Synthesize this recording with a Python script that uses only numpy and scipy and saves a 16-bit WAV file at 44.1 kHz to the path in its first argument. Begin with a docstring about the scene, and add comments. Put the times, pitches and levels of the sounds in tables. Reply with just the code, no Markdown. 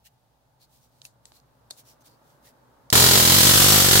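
"""In a small room, a hand turns a plastic stun gun close to the microphone.
Fingers rub the case; the safety switch and the trigger click. Then sparks jump the electrodes
about 45 times a second, unevenly. Each is a low pressure push and a hard crack that the desk
and walls throw back; the cracks overload the recorder. Faint room noise lies underneath."""
import sys
import numpy as np
from scipy import signal
from scipy.fft import rfft, irfft, next_fast_len
from scipy.io import wavfile
from scipy.ndimage import uniform_filter1d

SR = 44100
rng = np.random.default_rng(int(sys.argv[2]) if len(sys.argv) > 2 else 0)


def store_wav(level_fs):
    """Save 16-bit WAV to argv[1]."""
    pcm = np.round(np.clip(np.atleast_2d(level_fs), -1, 1) * 32767)
    wavfile.write(sys.argv[1], SR, pcm.T.astype(np.int16))


N = 176400

# Spark train. Each row: start in seconds, relative crack level in dB.
SPARKS = [(2.9269, -16), (2.9531, -14.5), (2.9744, -16.5), (2.9986, -15.5), (3.0217, -17.5),
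          (3.0398, -16.5), (3.0631, -16.7), (3.0871, -18), (3.1114, -16.5), (3.1343, -16.5), (3.1545, -18),
          (3.1752, -17), (3.1992, -16.6), (3.2249, -18.5), (3.251, -17), (3.2745, -17), (3.2978, -16.5),
          (3.3206, -16.5), (3.3417, -16.8), (3.3635, -18), (3.382, -16), (3.4046, -16), (3.4302, -15.9),
          (3.4506, -18), (3.4684, -15), (3.4914, -15.7), (3.5111, -18), (3.5366, -16), (3.5564, -18),
          (3.5747, -16.5), (3.6001, -15.5), (3.6189, -16.5), (3.6433, -16.5), (3.6633, -18),
          (3.6828, -16.5), (3.7024, -17.5), (3.7214, -16), (3.7406, -18.5), (3.7592, -17), (3.7794, -18.5),
          (3.8003, -17), (3.821, -20), (3.8445, -18), (3.8628, -20.5), (3.8852, -18), (3.9105, -16.5),
          (3.93, -16.9), (3.954, -15.5), (3.9733, -19), (3.9938, -15.7)]


def amp(db):
    """Decibels to gain."""
    return 10 ** (np.asarray(db) / 20)


def gain_at(levels, time_s):
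    """Gain along (seconds, dB) points."""
    return amp(np.interp(time_s, *np.transpose(levels)))


def pan(left_minus_right_db):
    """Left and right gains."""
    return amp(left_minus_right_db * np.array([[.5], [-.5]]))


def unit(x):
    """Scale to rms 1."""
    return x / np.sqrt(np.mean(x ** 2) + 1e-20)


def along(points, hz):
    """Interpolate (Hz, value) points on a log axis."""
    points_hz, values = np.transpose(points)
    return np.interp(np.log(hz + 1), np.log(points_hz + 1), values)


def filtered(x, response):
    """Apply a frequency response."""
    size = x.shape[-1]
    padded = next_fast_len(size + 8192)
    return irfft(rfft(x, padded) * response(np.fft.rfftfreq(padded, 1 / SR)), padded)[..., :size]


def noise(spectrum, size):
    """Coloured stereo noise of rms 1, left and right alike in the bass."""
    # Stereo likeness. Each row: frequency in Hz, left-right correlation.
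    likeness = [(130, 0.79), (300, 0.65), (700, 0.33), (1500, 0)]

    def mid_side(hz):
        angle = np.arccos(along(likeness, hz)) / 2
        return amp(along(spectrum, hz)) * [np.cos(angle), np.sin(angle)]

    mid, side = filtered(rng.standard_normal((2, size)), mid_side)
    return unit(np.array([mid + side, mid - side]))


def fade(t, t60_s):
    """Exponential decay, 60 dB in t60_s."""
    return np.exp(-np.log(1000) * t / t60_s)


def add(out, start_s, x):
    """Mix x into out."""
    part = out[:, round(start_s * SR):][:, :x.shape[-1]]
    part += x[..., :part.shape[1]]


def ride_band(x, levels, centre_hz, width_hz):
    """Raise or lower one band over time."""
    band = filtered(x, lambda hz: np.exp(-.5 * ((hz - centre_hz) / width_hz) ** 2))
    return x + (gain_at(levels, np.arange(N) / SR) - 1) * band


def arc():
    """Sparks: crack off hand and desk, room answer and push. 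The colour shifts as the hand turns."""
    # Near crack and room spectra. Each row: frequency in Hz, relative density in dB.
    near_spectrum = [(50, 3), (130, -20), (320, 14.5), (600, -1), (1000, 4), (1700, 8), (2600, -8),
                     (3300, 7), (4500, 9), (7000, -15), (10000, -23), (13000, 5), (16000, -13.5)]
    room_spectrum = [(40, -28), (80, -8), (125, -0.5), (210, -1), (270, -19), (370, -7.5), (600, -3),
                     (940, -3.5), (1030, -1), (1130, -5), (1700, -4.5), (2550, -5), (2850, -1), (3150, 0),
                     (4200, 1), (5700, 0.5), (7500, 1), (9700, -2.5), (12700, -2), (16000, -5)]
    # Bright band and low mids. Each row: time in seconds, band gain in dB.
    bite_levels = [(2.93, 3), (3.05, 3), (3.2, .5), (3.4, 2.5), (3.6, -2), (3.75, 0.5), (3.87, 0),
                   (4, -0.5)]
    body_levels = [(2.93, 7), (3.05, 1.5), (3.2, 1), (3.45, -2), (3.7, -2), (4, -1)]
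    # Stereo balance. Each row: frequency in Hz, left minus right in dB.
    balance = [(100, 3.5), (300, -2.5), (2300, -1.5), (3300, -0.8), (6000, 0), (9000, 0), (11000, 2),
               (13000, 1.3), (15000, -2.5)]
    near = amp(-4) * reflections(near_spectrum, t60_s=.078, fresh_share=.1, size=3000)
    room = amp(3.5) * reflections(room_spectrum, t60_s=.34, fresh_share=.33, size=12000)
    cracks = ride_band(near + room, bite_levels, centre_hz=4160, width_hz=240)
    cracks = ride_band(cracks, body_levels, centre_hz=650, width_hz=320)
    return filtered(cracks + pushes(), lambda hz: pan(along(balance, hz)))


def reflections(spectrum, t60_s, fresh_share, size):
    """Every spark excites nearly the same dense reflections, which drift as the hand moves."""
    rise_s, drift_step_s = .00017, .1984
    out, t = np.zeros((2, N)), np.arange(size) / SR
    first_s = SPARKS[0][0]
    period_s = (SPARKS[-1][0] - first_s) / len(SPARKS)
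    envelope = fade(t, t60_s) * (1 - np.exp(-t / rise_s))
    envelope *= np.sqrt(period_s * SR / np.sum(envelope ** 2))  # unit power over one period
    patterns = np.array([noise(spectrum, size) for _ in range(10)])
    for start_s, level_db in SPARKS:
        position = (start_s - first_s) / drift_step_s
        weights = np.exp(-(np.arange(len(patterns)) - position) ** 2)
        steady = np.tensordot(weights / np.linalg.norm(weights), patterns, 1)
        crack = np.sqrt(1 - fresh_share) * steady + np.sqrt(fresh_share) * noise(spectrum, size)
        add(out, start_s, amp(level_db) * envelope * crack)
    return out


def pushes():
    """Each spark gives a sharp pop and a low thump that swings back as the microphone recovers.
    Both echo once."""
    # Push strength. Each row: time in seconds, gain in dB.
    push_levels = [(2.93, -8), (3.04, -8.5), (3.11, -10.5), (3.25, -8.5), (3.4, -9), (3.77, -8.5),
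                   (3.86, -11), (3.98, -8)]
    push_hz, rise_s, decay_s = 108.4, .00052, .003
    pop_db, pop_width_s = -1, .00014
    wall_delay_s, wall_push_db, wall_pop_db = .0097, -21.5, -10.5
    left_lag_s, bass_cut_hz = .00041, 37
    out, t = np.zeros((2, N)), np.arange(SR // 20) / SR
    t = np.maximum(t - np.array([[left_lag_s], [0]]), 0)
    push = (1 - np.exp(-t / rise_s)) * np.exp(-t / decay_s) * np.cos(2 * np.pi * push_hz * t)
    pop = amp(pop_db) * t / pop_width_s * np.exp(1 - t / pop_width_s)
    wall_echo = amp(wall_push_db) * push + amp(wall_pop_db) * pop
    for start_s, _ in SPARKS:
        gain = gain_at(push_levels, start_s)
        add(out, start_s, gain * (push + pop))
        add(out, start_s + wall_delay_s, gain * wall_echo)
    return filtered(out, lambda hz: (1j * hz / (1j * hz + bass_cut_hz)) ** 2)


def clicks():
    """Switch and trigger: a crack coloured by the case, the struck part's ring, a faint room tail."""
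    # Each row: start in seconds, level in dB, crack cutoff in Hz, ring pitch in Hz,
    # ring over crack in dB, left minus right in dB.
    strikes = [(1.0172, -32.5, 6000, 3100, -16, -1.5), (1.0418, -49, 12000, 5900, -12, 0),
               (1.0518, -25.5, 12100, 2630, -13, 1), (1.2544, -30, 6600, 7800, -11.5, 2),
               (1.3194, -38.5, 3500, 1610, -22, -4), (1.4, -47.5, 10000, 6000, -24, -2),
               (1.703, -40, 9000, 5700, -17, 9), (1.7076, -23, 15000, 8800, -13, -2),
               (1.7102, -28, 13000, 4280, -8, 4), (1.7112, -41.5, 9000, 3720, 2.5, 8),
               (2.302, -53, 5000, 1900, -9, 0), (2.9018, -12.5, 11200, 4950, -9, -1)]
    # Plastic case spectrum. Each row: frequency in Hz, relative density in dB.
    case_spectrum = [(150, -51), (400, -16), (620, -3), (1300, -17), (2000, -13), (3000, -16.5),
                     (3600, -5.5), (4300, 0), (5200, -4.5), (6800, -2.5), (8700, -5), (10500, -7),
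                     (16000, -17)]
    rise_s, tail_db = .00061, -27
    out, t = np.zeros((2, N)), np.arange(SR // 4) / SR
    attack = 1 - np.exp(-t / rise_s)
    for start_s, level_db, cutoff_hz, ring_hz, ring_db, pan_db in strikes:
        burst = filtered(noise(case_spectrum, len(t)), lambda hz: 1 / np.sqrt(1 + (hz / cutoff_hz) ** 6))
        crack = unit(burst) * fade(t, t60_s=.0072)
        phase = rng.uniform(0, 2 * np.pi, (2, 1))
        ring = 2 * amp(ring_db) * fade(t, t60_s=.013) * np.sin(2 * np.pi * ring_hz * t + phase)
        tail = amp(tail_db) * noise(case_spectrum, len(t)) * fade(t, t60_s=.18)
        add(out, start_s, amp(level_db) * pan(pan_db) * (crack + ring + tail) * attack)
    return out


def finger_rubs():
    """Skin slides over the matt case in short, grainy swells; each spot has its own resonance."""
    # Each row: middle in seconds, Gaussian width in seconds, level in dB, resonance in Hz, its lift in dB.
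    strokes = [(.065, 0.012, -52, 2800, 10), (.066, 0.0065, -57, 1880, 23),
               (0.629, 0.017, -56.5, 4370, 11.5), (0.751, 0.036, -61.5, 4040, 1),
               (0.839, 0.024, -63, 6000, 4), (0.973, 0.071, -69, 4400, 4), (1.058, 0.0097, -49, 11100, 10),
               (1.287, 0.031, -65, 11500, 4), (1.361, 0.022, -58, 4200, 9), (1.735, .03, -83, 7200, 6),
               (1.792, .016, -49.5, 10200, 3), (1.895, 0.027, -54, 5640, 7), (2.017, 0.0076, -61, 6150, 10),
               (2.066, 0.016, -55, 3730, 3), (2.103, 0.036, -63, 4600, 12), (2.297, .05, -66, 3500, 4),
               (2.472, 0.024, -54.5, 1870, 15)]
    # Skin friction spectrum. Each row: frequency in Hz, relative density in dB.
    skin_spectrum = [(200, -23), (1200, -16), (2000, -5.5), (4200, 2), (7000, 0.5), (11000, -1),
                     (16000, 0.5)]
    grain_db, spot_q = 2, 12
    out, t = np.zeros((2, N)), np.arange(SR // 3) / SR
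    for middle_s, width_s, level_db, spot_hz, lift_db in strokes:
        def resonance(hz):
            return 1 + (amp(lift_db) - 1) / (1 + 1j * spot_q * (hz / spot_hz - spot_hz / (hz + 1)))

        start_s = max(middle_s - t[-1] / 2, 0)
        swell = np.exp(-.5 * ((start_s + t - middle_s) / width_s) ** 2)
        grain = amp(grain_db * unit(uniform_filter1d(rng.standard_normal(len(t)), size=60)))
        friction = unit(filtered(grain * noise(skin_spectrum, len(t)), resonance))
        add(out, start_s, amp(level_db) * swell * friction)
    return out


def room_noise():
    """A distant fan under quiet rumble, mid-band air and hiss that slowly grow."""
    # Layer levels. Each row: time in seconds, level in dB.
    rumble_levels = [(0.0, -75), (0.02, -68.5), (0.55, -70.5), (0.69, -66), (2.84, -66), (2.88, -62)]
    fan_levels = [(0, -71.5), (2.88, -72.5)]
    air_levels = [(0, -79), (.8, -71), (1.3, -68), (2, -62.5), (2.88, -61)]
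    hiss_levels = [(0, -72), (.9, -75.5), (1.6, -71), (2.88, -69.5)]
    # Layer spectra. Each row: frequency in Hz, relative density in dB.
    rumble_spectrum = [(20, -20), (40, -30), (60, 11), (85, -13.5), (120, 11.5), (180, -4.5), (270, -8.5),
                       (400, -43), (1000, -45)]
    fan_spectrum = [(200, -6), (400, -9.5), (580, -1), (720, 0), (900, 4), (1010, -10), (1150, -17),
                    (2000, -35)]
    air_spectrum = [(100, -20), (190, -8.5), (255, 0), (380, -7.5), (480, -3.5), (570, 0), (700, -6),
                    (860, -2), (1080, -5.5), (1600, -10.5), (2300, -25.5), (6000, -48)]
    hiss_spectrum = [(300, 4), (1300, 3), (2300, -1), (4000, 1), (8000, -5), (16000, -3.5)]
    layers = [(rumble_levels, rumble_spectrum), (fan_levels, fan_spectrum),
              (air_levels, air_spectrum), (hiss_levels, hiss_spectrum)]
    t = np.arange(N) / SR
    return sum(gain_at(levels, t) * noise(spectrum, N) for levels, spectrum in layers)


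def scene():
    """Handling, then the arc, over the room's noise."""
    return arc() + clicks() + finger_rubs() + room_noise()


def record(dry):
    """The recorder rounds off the peaks and cuts the top treble."""
    ceiling, hardness, cutoff_hz = 1.02, 5, 15850
    clipped = dry / (1 + np.abs(dry / ceiling) ** hardness) ** (1 / hardness)
    lowpass = signal.firwin(401, cutoff_hz, window="blackman", fs=SR)
    return signal.fftconvolve(clipped, lowpass[None], mode="same", axes=1)


dry = scene()
out = record(dry)
store_wav(out)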